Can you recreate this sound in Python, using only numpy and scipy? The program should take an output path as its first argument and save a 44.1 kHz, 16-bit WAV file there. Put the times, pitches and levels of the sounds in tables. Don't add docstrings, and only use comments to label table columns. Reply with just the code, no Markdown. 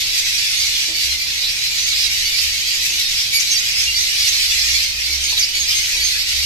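import sys
import numpy as np
from scipy import signal
from scipy.fft import rfft, irfft, next_fast_len
from scipy.io import wavfile
from scipy.ndimage import uniform_filter1d

SR = 44100
rng = np.random.default_rng(int(sys.argv[2]) if len(sys.argv) > 2 else 0)


def generate_wav(sig):
    pcm = np.round(np.clip(np.atleast_2d(sig).T, -1, 1) * 32767).astype(np.int16)
    wavfile.write(sys.argv[1], SR, pcm)


N = 284445
TOP_HZ = 14000


def amp(db):
    return 10 ** (np.asarray(db) / 20)


def unit(x):
    return x / np.sqrt(np.mean(x ** 2) + 1e-20)


def along(points, hz):
    point_hz, values = np.transpose(points)
    return np.interp(np.log(hz + 1), np.log(point_hz), values)


def over_time(rows):
    times, values = np.transpose(rows)
    return np.interp(np.arange(N) / SR, times, values)


def wobble(rate, size, count=256):
    return np.interp(np.arange(size) * rate / SR, np.arange(count), rng.standard_normal(count))


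def swells(rows, half_s):
    t = np.arange(N) / SR
    return sum(db * np.exp(-((t - s) / half_s) ** 2) for s, db in rows)


def filtered(x, response):
    m = next_fast_len(N + SR // 2)
    gain = response(np.fft.rfftfreq(m, 1 / SR))
    return irfft(rfft(x, m) * gain, m)[..., :N]


def even(x, window=0.083):
    power = uniform_filter1d(np.mean(x ** 2, axis=0), int(window * SR))
    return x / np.sqrt(np.abs(power) + 1e-12)


def sides(lean_db):
    return amp(np.array([[.5], [-.5]]) * lean_db)


def add(track, s, sound):
    start = round(s * SR)
    part = sound[..., max(-start, 0):max(N - start, 0)]
    first = max(start, 0)
    track[..., first:first + part.shape[-1]] += part


def cage(x, wet_db, t60=0.25):
    t = np.arange(SR // 5) / SR
    fading_noise = rng.standard_normal((2, len(t))) * amp(-60 * t / t60) * (t > .002)
    paths = amp(wet_db) * unit(fading_noise) / np.sqrt(len(t))
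    paths[[0, 1], rng.integers(0, 20, 2)] += 1
    return signal.fftconvolve(x[None], paths, axes=1) / np.sqrt(1 + amp(wet_db) ** 2)


# (frequency [Hz], gain [dB], added to each call's skirt level)
THROAT_COLOUR = [(600, -20), (1500, -1.5), (2200, 6), (6300, 1.5), (7500, 4.5), (9700, -7), (12000, 2),
                 (14000, -17)]


def syllable(length, pitch_hz, arch, beak_hz, glide, width_hz, rough, skirt_db, flutter_db, count=48):
    size = int(length * SR)
    u = np.linspace(0, 1, size)
    jitter = wobble(900, size)
    tremor = wobble(220, size)
    slide = 1 + (glide - 1) * u
    bend = 1 + arch * (np.sin(np.pi * u) - np.pi / 4) + rough * jitter
    pitch = pitch_hz * slide * bend
    k = np.arange(1, min(TOP_HZ // pitch_hz, count) + 1, dtype=np.float32)[:, None]
    detune = (k * np.float32(pitch) - np.float32(beak_hz * slide)) / np.float32(width_hz)
    throat = np.float32(amp(skirt_db + along(THROAT_COLOUR, k * pitch_hz)))
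    gain = 1 / (1 + detune ** 2) + throat
    start_phase = np.float32(rng.uniform(0, 2 * np.pi, (count, 1))[:len(k)])
    phase = k * np.float32(2 * np.pi * np.cumsum(pitch) / SR) + start_phase
    swell = np.sqrt(np.abs(np.sin(np.pi * u))) * amp(flutter_db * tremor)
    return unit(np.sum(gain * np.sin(phase), axis=0) * swell)


def nasal_call(pitch_hz=640, beak_hz=4300, length=.065, rough=0.0212, arch=.15):
    pitch, beak, glide, long, harsh, bend = np.exp(rng.standard_normal(6) * [.22, 0.29, .12, .3, 0.486, .5])
    return syllable(length * long, pitch_hz * pitch, arch * bend, beak_hz * beak, glide,
                    width_hz=420, rough=rough * harsh, skirt_db=-11.0, flutter_db=2.5)


def thin_call(pitch_hz=2400, length=.05):
    pitch, long, glide = np.exp(rng.standard_normal(3) * [.16, .3, .06])
    beak_hz = pitch_hz * pitch * rng.uniform(1.73, 2.83)
    return syllable(length * long, pitch_hz * pitch, 0.0504, beak_hz, glide,
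                    width_hz=400, rough=0.008, skirt_db=-13.5, flutter_db=4.5)


# (time [s], level [dB])
FLOCK_LEVEL = [(0, -24), (.65, -24), (1.05, -24), (1.2, -27), (1.7, -25), (1.98, -24), (2.4, -24.5),
               (2.58, -25), (2.75, -24.5), (4.05, -24.5), (4.22, -23), (4.81, -23), (4.89, -26),
               (5.16, -25), (5.3, -24.5), (5.55, -26.5), (5.77, -24.5), (6.45, -24)]
# (time [s], depth [dB], scaled up in the higher registers)
FLOCK_LULLS = [(.1, 2), (.92, 4), (1.21, 0), (1.57, 1), (1.75, 1), (2.59, 1), (3.29, 2.5), (3.91, 2),
               (4.95, 3.5), (5.18, 3), (5.51, 2), (5.65, 0.5), (6.25, 2)]
LULL_HALF_S = 0.036
# (frequency [Hz], gain [dB])
FLOCK_COLOUR = [(600, -46), (1200, -16.5), (1600, -11.5), (1900, -6), (2200, -1.5), (3100, -3.3),
                (3900, -2), (4700, -2), (6200, -4.5), (7300, -9), (9700, -7.5), (11500, -6.5),
                (12700, -4.5), (14100, -17)]
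BODY_DB, TREBLE_DB, OVERTONE_DB = 2.5, 1.65, -6.5
TREBLE_GROWS, OVERTONE_GROWS = 1.13, 1.3


def flock(groups=21, calls=44, scatter_db=2.0):
    chatter = np.zeros((2, N))
    for _ in range(groups):
        group = np.zeros(N)
        starts = (np.arange(calls) + rng.random(calls)) / calls * (N / SR + .1) - .1
        for s in starts:
            call = thin_call() if rng.random() < .16 else nasal_call()
            add(group, s, amp(scatter_db * rng.standard_normal()) * call)
        add(chatter, 0, cage(group, wet_db=3.5))
    chatter = filtered(chatter, lambda hz: amp(along(FLOCK_COLOUR, hz)))
    above_4500 = filtered(chatter, lambda hz: 1 / (1 + (4500 / (hz + 1)) ** 14))
    overtones = filtered(chatter, lambda hz: 1 / (1 + (7400 / (hz + 1)) ** 20))
    body, treble = chatter - above_4500, above_4500 - overtones
    level_db = over_time(FLOCK_LEVEL)
    mean_db = level_db.mean()
    excitement_db = level_db - mean_db - swells(FLOCK_LULLS, LULL_HALF_S)
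    mix = amp(BODY_DB + excitement_db) * even(body)
    mix += amp(TREBLE_DB + TREBLE_GROWS * excitement_db) * even(treble)
    mix += amp(OVERTONE_DB + OVERTONE_GROWS * excitement_db) * even(overtones)
    return amp(mean_db) * mix


# (frequency [Hz], relative level [dB per Hz])
RUMBLE_COLOUR = [(15, -3.5), (28, 7), (41, -6.5), (60, -2), (85, -2), (125, -8), (200, -16.5), (320, -17),
                 (700, -19), (1000, -18), (1500, -18.5), (4000, -23), (14000, -47)]
# (frequency [Hz], left-right likeness [0 to 1])
RUMBLE_LIKENESS = [(60, 0.88), (150, 0.87), (330, 0.8), (700, 0.36), (1400, 0)]


def rumble():
    def mid_and_side(hz):
        turn = np.arccos(np.clip(along(RUMBLE_LIKENESS, hz), -1, 1)) / 2
        return amp(along(RUMBLE_COLOUR, hz)) * [np.cos(turn), np.sin(turn)]
    mid, side = filtered(rng.standard_normal((2, N)), mid_and_side)
    level = amp(-41.5 + 0.6 * wobble(9.7, N))
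    return level * unit(np.array([mid + side, mid - side]))


# (time [s], rise [dB])
HUM_RISES = [(.33, 8), (.72, 9), (1.09, 12.5), (2.13, 9), (2.49, 10), (4.77, 6), (5.15, 7.5), (6.03, 5),
             (6.39, 7)]
HUM_SWELL_HALF_S = 0.092
HUM_HZ, HUM_START_DB, HUM_GROWTH_DB_PER_S, HUM_WAVER_DB = 64.5, -54.5, 1.57, 4.8


def hum():
    pitch = HUM_HZ + 3.5 * wobble(14, N)
    tone = unit(np.sin(2 * np.pi * np.cumsum(pitch) / SR))
    level_db = HUM_START_DB + HUM_GROWTH_DB_PER_S * np.arange(N) / SR
    level_db = level_db + swells(HUM_RISES, HUM_SWELL_HALF_S) + HUM_WAVER_DB * wobble(10, N)
    return amp(level_db) * tone


NEAR_DB, NEAR_TYPICAL_DB = 1, -25
NEAR_WET_DB, NEAR_DRIER = -3.5, .5


def nearby(call, db, lean_db):
    wet_db = NEAR_WET_DB - NEAR_DRIER * (db - NEAR_TYPICAL_DB)
    return amp(db + NEAR_DB) * sides(lean_db) * cage(call, wet_db)


# (time [s], length [s], beak resonance from [Hz], to [Hz],
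# level before the close-caller gain [dB], left-right difference before the overall lean [dB])
NEAR_CHIRPS = [(.114, 0.063, 4880, 4600, -30, 4), (.378, 0.047, 4760, 4400, -25, -8),
               (0.596, 0.047, 4640, 5140, -21.5, 1), (0.728, 0.058, 3460, 3270, -28.5, -1),
               (1.248, 0.097, 3976, 4450, -29, -4), (1.418, 0.07, 3740, 4230, -23.5, -2),
               (1.774, 0.059, 5880, 6170, -27.5, -4), (1.898, 0.053, 4610, 3440, -23, -4),
               (1.957, 0.11, 4370, 5510, -25, -2), (2.039, 0.032, 4050, 3730, -27.5, -14),
               (2.324, .115, 4064, 5400, -24.5, -2), (2.369, 0.031, 4580, 4350, -23, -7),
               (2.465, 0.05, 4520, 4470, -27, 4), (2.986, 0.041, 3970, 3850, -27, 0),
               (3.168, 0.063, 4780, 5530, -22.5, 5), (3.394, 0.022, 5780, 6380, -21.5, 16),
               (3.721, 0.15, 4670, 5450, -24, 0), (3.785, 0.07, 6010, 5780, -26.5, 0),
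               (3.96, .045, 5470, 5710, -24.5, -4), (4.164, 0.092, 4630, 5040, -24, 5),
               (4.264, 0.04, 5340, 6420, -21.5, -8), (4.327, 0.08, 4120, 4220, -24, 1),
               (4.574, 0.095, 4970, 5560, -23.5, -2), (4.692, 0.07, 5610, 5470, -28, -9),
               (4.714, 0.098, 4410, 4020, -24, -2), (5.114, 0.073, 5170, 5880, -25.5, -4),
               (5.363, .03, 3965, 3690, -19.5, -2), (5.395, .025, 4300, 5740, -21, 1),
               (5.678, 0.029, 5370, 5740, -23, 2), (5.683, 0.052, 4835, 5010, -21.5, -2),
               (5.702, 0.043, 3890, 3015, -26.5, -4)]


def near_chirps():
    out = np.zeros((2, N))
    for s, length, from_hz, to_hz, db, lean_db in NEAR_CHIRPS:
        pitch_hz = from_hz / rng.integers(6, 10)
        call = syllable(length, pitch_hz, 0.027, from_hz, to_hz / from_hz,
                        width_hz=410, rough=0.0353, skirt_db=-27.5, flutter_db=2)
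        add(out, s, nearby(call, db, lean_db))
    return out


# (time [s], length [s], beak resonance [Hz],
# level before the close-caller gain and the low cut [dB])
NEAR_TETS = [(0.133, .08, 5000, -26), (0.749, 0.07, 3220, -39), (0.984, 0.075, 4400, -28),
             (2.02, .06, 4900, -28), (2.372, 0.092, 4800, -26.5), (2.801, 0.086, 6000, -26),
             (2.976, 0.045, 4200, -24), (3.39, 0.056, 5440, -28), (3.767, 0.058, 5200, -28),
             (3.97, .08, 6000, -34), (4.22, 0.074, 4600, -24.5), (4.39, 0.046, 5000, -26),
             (5.26, .07, 4000, -38), (5.36, 0.038, 3420, -26), (5.553, .06, 4700, -28),
             (5.7, 0.066, 3000, -25), (5.858, 0.057, 4500, -28)]


def near_nasal_calls():
    out = np.zeros((2, N))
    for s, length, beak_hz, db in NEAR_TETS:
        pitch_hz = 646.5 * np.exp(.12 * rng.standard_normal())
        call = syllable(length, pitch_hz, 0.125, beak_hz, glide=1,
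                        width_hz=350, rough=0.03, skirt_db=-4.5, flutter_db=3.5)
        add(out, s, nearby(call, db, 0))
    return filtered(out, lambda hz: 1 / (1 + (1850 / (hz + 1)) ** 8))


# (time [s], length [s], pitch [Hz], beak resonance [Hz], other harmonics before throat
# colour [dB], level before the close-caller gain [dB], left-right difference before the overall lean [dB])
NEAR_PEEPS = [(0.177, 0.032, 2110, 6380, -20, -24.5, -2), (0.528, .088, 2182, 4400, -3, -27.5, -8),
              (1.099, .042, 2090, 4300, -22, -24.5, 8), (1.621, 0.065, 2040, 4130, -20, -28, 2),
              (1.82, 0.062, 2115, 6450, -27, -28.5, -5), (2.245, 0.045, 2260, 4520, -20, -21.5, 0),
              (2.675, 0.068, 2370, 4800, -26, -30, -7), (3.327, 0.067, 2275, 4550, -4, -17.5, -2),
              (3.498, 0.052, 2100, 6360, -43, -20, -1), (3.507, 0.063, 2800, 5460, -20, -20, 1),
              (3.559, 0.027, 2330, 4680, -20, -19.5, -2), (3.575, 0.032, 2160, 6400, -25, -27, -3),
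              (3.86, 0.059, 2805, 2800, -21, -23, 0), (3.948, 0.044, 2350, 4760, -15, -23, 6),
              (3.982, 0.062, 2090, 6390, -25, -25, -4), (4.483, .057, 2950, 5900, -18, -28, 0),
              (4.505, 0.033, 1763, 3520, -21, -24, 8), (4.824, 0.028, 2050, 6210, -17, -26, -3),
              (5.072, 0.056, 2284, 2260, -12, -30, -2), (5.234, 0.045, 2223, 6630, -13, -26, -7),
              (5.273, 0.052, 2180, 4400, -24, -26.5, -3), (5.39, 0.017, 2080, 6270, -28, -18.5, -7.5),
              (5.535, 0.052, 2250, 4780, -18, -23, 1), (5.592, 0.041, 2180, 6500, -28, -22.5, -4),
              (5.741, 0.064, 2134, 6220, -18, -23, 7), (5.996, 0.047, 2295, 4550, -11, -23, 2),
              (6.036, 0.037, 2135, 6270, -24, -22, -6), (6.078, 0.035, 2300, 4500, -19, -37, -2)]


def near_peeps():
    out = np.zeros((2, N))
    for s, length, pitch_hz, beak_hz, skirt_db, db, lean_db in NEAR_PEEPS:
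        call = syllable(length, pitch_hz, 0.032, beak_hz, glide=0.99,
                        width_hz=210, rough=0.01, skirt_db=skirt_db, flutter_db=1.0)
        add(out, s, nearby(call, db, lean_db))
    return out


def ring(modes):
    t = np.arange(SR) / SR
    total = np.zeros(SR)
    for hz, db, t60 in modes:
        fade = amp(db + rng.normal(0, 3.0) - 60 * t / t60)
        total += fade * np.sin(2 * np.pi * hz * t + 1.95 * wobble(47.7, len(t)))
    return total * (1 - np.exp(-t / 0.0017))


# (time [s], gain on the perch knock [dB], gain on the mesh ring [dB])
LANDINGS = [(.881, -51, -43), (1.43, -56, -58), (2.746, -63, -53), (2.901, -56, -53), (5.091, -58, -53),
            (5.322, -47, -62), (5.949, -55, -54)]
# (frequency [Hz], typical strength before the gain [dB], time to fade by 60 dB [s])
PERCH_TONES = [(336, -7, .08), (462, 12.5, 0.055), (565, 2, 0.1), (870, 5, 0.12), (953, 6, 0.2),
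               (1010, 8, 0.064)]
# (frequency [Hz], typical strength before the gain [dB], time to fade by 60 dB [s])
MESH_TONES = [(286, -16, 1.0), (309.5, -2, 1.5), (335, 2.5, 0.48), (439, -7, .4), (552, -8, 0.41),
              (628, -4, 0.53), (733, -11, 0.79)]


def bumps():
    out = np.zeros((2, N))
    for s, knock_db, mesh_db in LANDINGS:
        knock = amp(knock_db) * ring(PERCH_TONES)
        mesh = amp(mesh_db) * ring(MESH_TONES)
        add(out, s, cage(knock + mesh, wet_db=-17))
    return out


WHISTLE_AT_S, WHISTLE_LENGTH_S = 5.410, .048
WHISTLE_HZ, WHISTLE_DIP_HZ = 5500, 890
WHISTLE_DB, WHISTLE_SWELL_DB, WHISTLE_ECHO_DB = -19.5, 6, -2


def whistle():
    size = int(WHISTLE_LENGTH_S * SR)
    arch = np.abs(np.sin(np.linspace(0, np.pi, size)))
    pitch = (WHISTLE_HZ - WHISTLE_DIP_HZ * arch ** 4) * (1 + .008 * wobble(970, size))
    swell = np.sqrt(arch) * amp(WHISTLE_DB + WHISTLE_SWELL_DB * arch ** 2 + 2 * wobble(430, size))
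    tone = swell * np.sin(2 * np.pi * np.cumsum(pitch) / SR)
    out = np.zeros((2, N))
    add(out, WHISTLE_AT_S, tone)
    add(out, WHISTLE_AT_S, amp(WHISTLE_ECHO_DB) * cage(tone, wet_db=10))
    return out


# (frequency [Hz], left-right difference [dB])
BIRD_LEAN = [(1000, 3), (1700, 1.5), (2300, 2.5), (3200, -1.5), (4500, -4), (6200, -3), (8000, 5),
             (10000, 1), (12500, -1.5)]


def scene():
    near_birds = near_chirps() + near_nasal_calls() + near_peeps()
    birds = flock() + near_birds + whistle()
    birds = filtered(birds, lambda hz: sides(along(BIRD_LEAN, hz)))
    return birds + bumps() + rumble() + hum()


def record(dry):
    return filtered(dry, lambda hz: hz < TOP_HZ)


dry = scene()
out = record(dry)
generate_wav(out)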